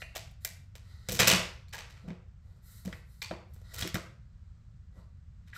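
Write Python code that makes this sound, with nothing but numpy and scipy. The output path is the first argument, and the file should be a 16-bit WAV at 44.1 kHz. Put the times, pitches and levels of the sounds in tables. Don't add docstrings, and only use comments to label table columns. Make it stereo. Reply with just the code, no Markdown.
import sys
import numpy as np
from scipy import signal
from scipy.fft import rfft, irfft
from scipy.io import wavfile
from scipy.ndimage import uniform_filter1d

SR = 44100
rng = np.random.default_rng(int(sys.argv[2]) if len(sys.argv) > 2 else 0)


def store_wav(level_fs):
    pcm = np.round(np.clip(np.atleast_2d(level_fs), -1, 1) * 32767)
    wavfile.write(sys.argv[1], SR, pcm.T.astype(np.int16))


def voltage_ratio(decibels):
    exponent = np.asarray(decibels, float) / 20
    return 10 ** exponent


N = 245637
T = np.arange(N) / SR


def unit(x):
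    return x / np.sqrt(np.mean(x ** 2))


def band(x, lo_hz, hi_hz, order=2):
    edges_hz = [lo_hz, min(hi_hz, 0.47 * SR)]
    return signal.sosfilt(signal.butter(order, edges_hz, "band", fs=SR, output="sos"), x)


def fade(t, t60_s):
    return np.exp(-np.log(1000) * t / t60_s)


def ring(t, pitch_hz, level_db, t60_s):
    pitch_hz, level_db, t60_s = (np.reshape(v, (-1, 1)) for v in (pitch_hz, level_db, t60_s))
    return np.sum(voltage_ratio(level_db) * np.sin(2 * np.pi * pitch_hz * t) * fade(t, t60_s), axis=0)


def walk(rate_hz):
    hold = int(SR / rate_hz)
    steps = np.repeat(rng.standard_normal(N // hold + 1), hold)
    return uniform_filter1d(uniform_filter1d(steps, hold), hold)[:N]


def add(path, start_s, sound, level_db):
    i = int(start_s * SR)
    path[i:i + len(sound)] += voltage_ratio(level_db) * sound[:N - i]


# pitch_hz, density_db (per Hz)
RUMBLE_SPECTRUM = [(12, -37.5), (20, -12), (60, 1), (101, 0), (204, -17.5), (293, -37), (873, -43),
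                   (1370, -39.5), (2460, -48), (7310, -51.5), (8650, -51), (9670, -71), (14300, -65),
                   (16000, -74)]
# pitch_hz, width_hz, level_db
WHISTLES = [(1410, 120, -89), (1950, 250, -93), (4100, 300, -94), (4950, 200, -96), (7600, 500, -95)]


def floor():
    hz = np.arange(N // 2 + 1) * SR / N + 1
    pitch_hz, density_db = np.transpose(RUMBLE_SPECTRUM)
    shape = voltage_ratio(np.interp(np.log(hz), np.log(pitch_hz), density_db))
    mid, side = (rfft(rng.standard_normal(N)) * shape for _ in range(2))
    side = side * np.clip((hz / 380) ** 2, 0.07, 1)
    both = np.array([irfft(mid + side, N), irfft(mid - side, N)])
    out = unit(both) * voltage_ratio(-52.5 + 1.5 * walk(3))
    for pitch_hz, width_hz, level_db in WHISTLES:
        hiss = rng.standard_normal((2, N))
        whistle = unit(band(hiss, pitch_hz - width_hz / 2, pitch_hz + width_hz / 2, order=1))
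        out = out + voltage_ratio(level_db + 3 * walk(2)) * whistle
    return out


# pitch_hz, level_db, t60_s
ROOM_BANDS = [(140, -10.5, 0.22), (293, -11.5, 0.12), (506, -0.5, 0.42), (815, -7, 0.15), (1260, 0, .48),
              (2360, 2.5, 0.44), (4500, 0.5, 0.42), (8700, 0.5, 0.35), (12800, -3, 0.12)]


def room(x):
    t, tail = T[:SR], 0
    for pitch_hz, level_db, t60_s in ROOM_BANDS:
        mid, side = (unit(band(rng.standard_normal(SR), pitch_hz / 1.364, pitch_hz * 1.32)) for _ in range(2))
        share = min((pitch_hz / 400) ** 2, 1)
        weight = voltage_ratio(level_db) * np.sqrt(pitch_hz * 2 * np.log(1000) / t60_s) / SR * 1.227
        tail = tail + weight * fade(t, t60_s) * (mid + share * side * np.array([[1], [-1]]))
    echoes = voltage_ratio(6.2 * fade(t, 0.7) * walk(500)[:SR])
    onset = 1 - fade(np.maximum(t - 0.002, 0), 0.0042)
    return signal.fftconvolve(x[None], tail * echoes * onset, axes=1)[:, :N]


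# start_s, length_s, level_db, air_db (re level), body_db (re level)
DRAGS = [(0.0, 0.016, -53, -6, -12), (0.83, 0.34, -64.5, -50, -7.5), (1.095, 0.09, -65, -16, -9),
         (1.72, 0.36, -69, -21, 2), (2.419, 0.2, -81, -4, 5), (2.643, 0.18, -63.5, 7.5, -11.5),
         (2.847, 0.15, -65, 1, 2.5), (3.067, 0.18, -74, 5, -15.5), (3.234, 0.11, -62.5, -17, -13),
         (3.49, 0.166, -82, 2.5, 5), (3.784, 0.099, -46.5, -23, -10), (4.933, 0.098, -76.5, -6, 11),
         (5.468, 0.02, -67.5, -16, -17.5), (0.033, 0.18, -72, -20, -7), (5.545, 0.026, -50.5, -3, -29)]
# start_s, length_s, final_level_db, air_db, body_db (both re level)
LEAD_INS = [
    (0.407, 0.071, -54, 3, -24),
    (1.06, 0.028, -67, -13, -9),
    (1.16, 0.038, -47, -10, -1),
    (3.64, 0.09, -52.5, -39, -10),
    (3.729, 0.06, -43.5, -13, -5.5),
]
# low_hz, high_hz, level_db
RUB_RESONANCES = [(1300, 1600, -3.5), (1800, 2200, -4.5), (3670, 5000, -4)]


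def rustles():
    slip_times = rng.random(N) < 1500 / SR
    slips = slip_times * voltage_ratio(4.0 * rng.exponential(size=N)) * rng.standard_normal(N)
    rub = unit(slips) * 0.16 + rng.standard_normal(N) * voltage_ratio(1.5 * walk(40))
    rub = rub * voltage_ratio(1.5 * walk(15))
    mid = unit(band(rub, 1500, 11000))
    air = -unit(band(rub, 8200, 14000))
    body = -unit(band(rub, 330, 900))
    resonances = sum(voltage_ratio(level_db) * unit(band(rub, lo_hz, hi_hz)) for lo_hz, hi_hz, level_db in RUB_RESONANCES)
    mid = unit(mid + resonances)
    presses = []
    rise_s, fall_s, swell_db = 0.03, 0.02, 16
    for start_s, length_s, *_ in DRAGS:
        rise, end = min(rise_s, length_s / 2), start_s + length_s + fall_s
        presses.append(np.interp(T, [start_s - rise, start_s + rise, end - 2 * rise, end], [0, 1, 1, 0]))
    for start_s, length_s, *_ in LEAD_INS:
        swell = voltage_ratio(swell_db * ((T - start_s) / length_s - 1).clip(-1, 0))
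        presses.append(swell * (T > start_s) * (T < start_s + length_s))
    out = np.zeros(N)
    for press, (_, _, level_db, air_db, body_db) in zip(presses, list(DRAGS) + list(LEAD_INS)):
        out += voltage_ratio(level_db - 4.5) * press * (mid + voltage_ratio(air_db) * air + voltage_ratio(body_db) * body)
    return out


# start_s, peak_db, pitch_hz
PINGS = [(0.166, -49, 362), (0.022, -40.5, 640), (0.161, -31.5, 702), (0.448, -41, 656),
         (1.0878, -26.5, 7900), (1.122, -35.5, 506.5), (1.089, -33.5, 530), (1.28, -29, 480),
         (1.12, -32, 6300), (1.1214, -29, 7850), (1.1453, -32.5, 6350), (1.2067, -21.5, 2410),
         (1.2711, -15, 2847), (1.306, -14.5, 3054), (1.6828, -49.5, 4310), (1.7255, -53.5, 5700),
         (1.737, -34, 878), (1.7427, -34.5, 1785), (1.7797, -47, 5650), (3.2177, -26.5, 4330),
         (3.2196, -31.5, 2198), (3.2216, -38, 910), (3.311, -27, 684), (3.9434, -32.5, 1944),
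         (3.9549, -28.5, 1400), (5.532, -40, 1800), (5.563, -37, 1390)]
# start_s, peak_db, centre_hz
RATTLES = [
    (0.019, -30.5, 2200),
    (0.4499, -33, 1950),
    (2.9297, -40, 2000),
    (3.8244, -26.5, 3400),
    (3.222, -34.5, 3500),
    (1.4, -26, 740),
    (3.956, -28, 567),
    (0.15, -43.5, 730),
    (1.31, -26, 390),
]


def pings():
    out, t = np.zeros(N), T[:3072]
    widths = [0.1] * len(PINGS) + [0.28] * len(RATTLES)
    spreads = rng.uniform(-0.85, 1, (len(widths), 12))
    for (start_s, peak_db, pitch_hz), width, spread in zip(list(PINGS) + list(RATTLES), widths, spreads):
        t60_s = min(0.03, 60 / pitch_hz)
        cluster = ring(t, pitch_hz * (1 + width * spread), -6 * np.abs(spread), t60_s)
        cluster = cluster * (1 - fade(t, 0.006))
        add(out, start_s, cluster / np.abs(cluster).max(), peak_db + 1.5)
    return out


# start_s, peak_db, pitch_hz, room_db (share)
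KNOCKS = [(0.156, -50, 89.5, -20), (0.444, -74, 85.5, -1), (1.088, -33, 103, 9), (1.124, -35.5, 91, 18),
          (1.198, -24.5, 97, 15.5), (1.274, -32, 111, 17.5), (1.33, -23.5, 116.8, 11.5),
          (2.04, -41.5, 87, 11.5), (2.079, -33, 182, -20), (2.104, -32, 187, -1.5),
          (2.854, -35.5, 175, -6.5), (2.87, -29.5, 186, -6), (2.928, -43, 193, 1), (3.309, -31, 344, -2.5),
          (3.805, -37.5, 67.4, -9), (3.824, -31, 97, -30), (3.849, -29, 340, -11),
          (3.944, -25.5, 130.6, -0.5), (4.975, -46.5, 105, -4)]
# pitch_hz, level_db, t60_s
COUNTER_MODES = [(110.6, -4.5, 0.16), (146, -9, 0.15), (178, -2, .22), (191, -7, .15), (222, -7, 0.14),
                 (325, -6, 0.12), (362, -5, 0.11), (452, -7, 0.07), (484, -5, 0.09), (630, -3, .08),
                 (685, -6, .07)]


def knocks():
    near, far, t = np.zeros(N), np.zeros(N), T[:16384]
    chance = rng.standard_normal((len(KNOCKS), 2, len(COUNTER_MODES)))
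    mode_hz, mode_db, mode_t60_s = np.transpose(COUNTER_MODES)
    floorboards = ring(t, 59, -24.5, 0.51)
    for (start_s, peak_db, pitch_hz, room_db), (detune, size) in zip(KNOCKS, chance):
        reach_db = -7 * np.abs(np.log2(mode_hz / pitch_hz))
        body = ring(t, mode_hz * (1 + 0.0069 * detune), mode_db + reach_db + 3 * size - 5.5, mode_t60_s)
        own_note = ring(t, pitch_hz, 0, 5.8 / pitch_hz)
        sound = (own_note + body + floorboards) * (1 - fade(t, 0.023))
        sound = sound / np.abs(sound).max()
        add(near, start_s, sound, peak_db)
        add(far, start_s, sound, peak_db + room_db)
    return near, far


# low_hz, high_hz, polarity
TICK_BANDS = [
    (2600, 7500, 1),
    (420, 780, 1),
    (950, 2600, -1),
    (7500, 17000, -1),
]
# start_s, peak_db, hardness_db (per octave), body_db (re peak), room_db (share)
FOIL_SNAPS = [
    (0.0194, -42, -8, -29, -25),
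    (0.1521, -35, 2, -44, 3),
    (0.16, -38.5, -7.5, -8, -16),
    (0.167, -27.5, 4.5, -46, -10.5),
    (0.3124, -57, 9, -25, -14),
    (0.4484, -23.5, 10, -19, -12),
    (0.7539, -39, 0.5, -11.5, -4.5),
]
SCISSORS = [(1.0869, -23, 2, -20, -3.5), (1.1205, -25.5, 8.5, -9, -4), (1.1443, -40.5, 5.5, -17.5, 11),
            (1.1651, -37, -0.5, -2.5, -2.5), (1.1914, -15.5, -0.5, -10.5, 2.5),
            (1.2038, -7.5, 0.5, -12.5, -9.5), (1.2234, -20, -2, -4.5, -1), (1.2731, -7, 2, -14, -1),
            (1.2766, -17.5, 1.5, -24, -4.5), (1.2897, -21.5, -2, -8.5, -10),
            (1.3085, -18.5, 0.5, -7.5, 5.5), (1.3344, -30, -7, 6.5, 0)]
HANDLING = [(1.6842, -51.5, 0.5, -21, -5.5), (1.7275, -39.5, -1, -26, 4.5), (1.7404, -43.5, 5, 0, 0.5),
            (1.7804, -37, -2.5, -9.5, 1.5), (1.8994, -49.5, -1, -26.5, 0), (1.9694, -51.5, -5, -14, -1.5),
            (2.0777, -57.5, -4, 12.5, 6.5), (2.1041, -53, -13.5, 6.5, -10), (2.284, -68.5, -3, -2, -10.5),
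            (2.8503, -41, 4, -3, 1), (2.8785, -46, -6, 12, -9.5), (2.9273, -36.5, -7, -11, -15.5),
            (3.1428, -59, 4, -22.5, -9.5), (3.2191, -29.5, 2.5, -18, -3), (3.3104, -41, -10, 17, -10.5),
            (3.5359, -62.5, 15, -7.5, -1.5), (3.5624, -55.5, -0.5, 4, -10.5), (3.6154, -55, 2.5, 7, -9.5),
            (5.4745, -57, -2, -24.5, 1), (5.5274, -63.5, -11.5, -25.5, 5),
            (5.5506, -56.5, -12.5, -28, -1.5)]
SHOVE = [
    (3.7359, -48.5, 6, -6.5, 12),
    (3.7838, -31.5, 6, -20, 0.5),
    (3.8043, -33.5, 4, -12.5, 4.5),
    (3.8227, -26.5, -1, -4, -7),
    (3.8744, -26, 2, -26, -17.5),
    (3.9434, -22.5, 2.5, -14.5, -10),
    (3.9544, -25.5, -3, -0.5, -15.5),
]


def ticks():
    near, far, t = np.zeros(N), np.zeros(N), T[:3072]
    contacts = list(FOIL_SNAPS) + list(SCISSORS) + list(HANDLING) + list(SHOVE)
    start_s, peak_db, hardness_db, body_db, room_db = np.transpose(contacts)
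    clack_db, air_db = -4 - 1.5 * hardness_db, -4 + 1.3 * hardness_db
    colour_db = [0, body_db, clack_db, air_db]
    spike = 1.0 * (t == 0)
    shape = (len(start_s), len(t))
    chatter = 0.061 * voltage_ratio(4.4 * rng.exponential(size=shape))
    grit = rng.standard_normal(shape) * (fade(t, 0.016) + chatter * fade(t, 0.089))
    cracks = 1.6 * spike + grit
    for (lo_hz, hi_hz, polarity), re_peak_db in zip(TICK_BANDS, colour_db):
        blow = polarity * unit(band(spike, lo_hz, hi_hz))
        directs = polarity * band(cracks, lo_hz, hi_hz)
        for at_s, level_db, wet_db, direct in zip(start_s, peak_db + re_peak_db, room_db, directs):
            direct = direct / np.abs(direct).max()
            add(near, at_s, direct, level_db - 1.96)
            add(far, at_s, blow * np.std(direct), level_db + 0.63 + wet_db)
    return near, far


# start_s, left_minus_right_db
SIDE_OF = [(0.0, 9), (0.62, 7.5), (0.74, 14.5), (0.88, -0.5), (1.09, 7), (1.47, -1.5), (2.5, 10.5),
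           (2.81, 3), (4.11, 1.5), (4.25, -1.5), (4.65, 4.5), (5.57, 2.5)]


def scene():
    (tick, tick_far), (knock, knock_far), rustle, ping = ticks(), knocks(), rustles(), pings()
    near = tick + knock + rustle + ping
    pan_db = np.interp(T, *np.transpose(SIDE_OF))
    sides_db = np.array([pan_db, -pan_db])
    lag = 24
    ports = np.array([near, np.pad(near, (lag, 0))[:N]])
    walls = room(tick_far + knock_far + voltage_ratio(-0.5) * rustle + voltage_ratio(-6) * ping)
    return ports * voltage_ratio(sides_db / 2) + walls * voltage_ratio(0.1 * sides_db) + floor()


def top_cut(x):
    return signal.sosfilt(signal.butter(12, 16650, fs=SR, output="sos"), x)


# pitch_hz, width_hz, depth (0-1)
PORT_DIP = (9900, 4500, 0.74)


def record(dry):
    pitch_hz, width_hz, depth = PORT_DIP
    dry = dry - depth * band(dry, pitch_hz - width_hz / 2, pitch_hz + width_hz / 2, order=1)
    rounded = np.tanh(0.63 * dry) / 0.56
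    low_pass = signal.butter(12, 15300, fs=SR, output="sos")
    mix = signal.sosfilt(low_pass, rounded)
    return top_cut(mix)


dry = scene()
out = record(dry)
store_wav(out)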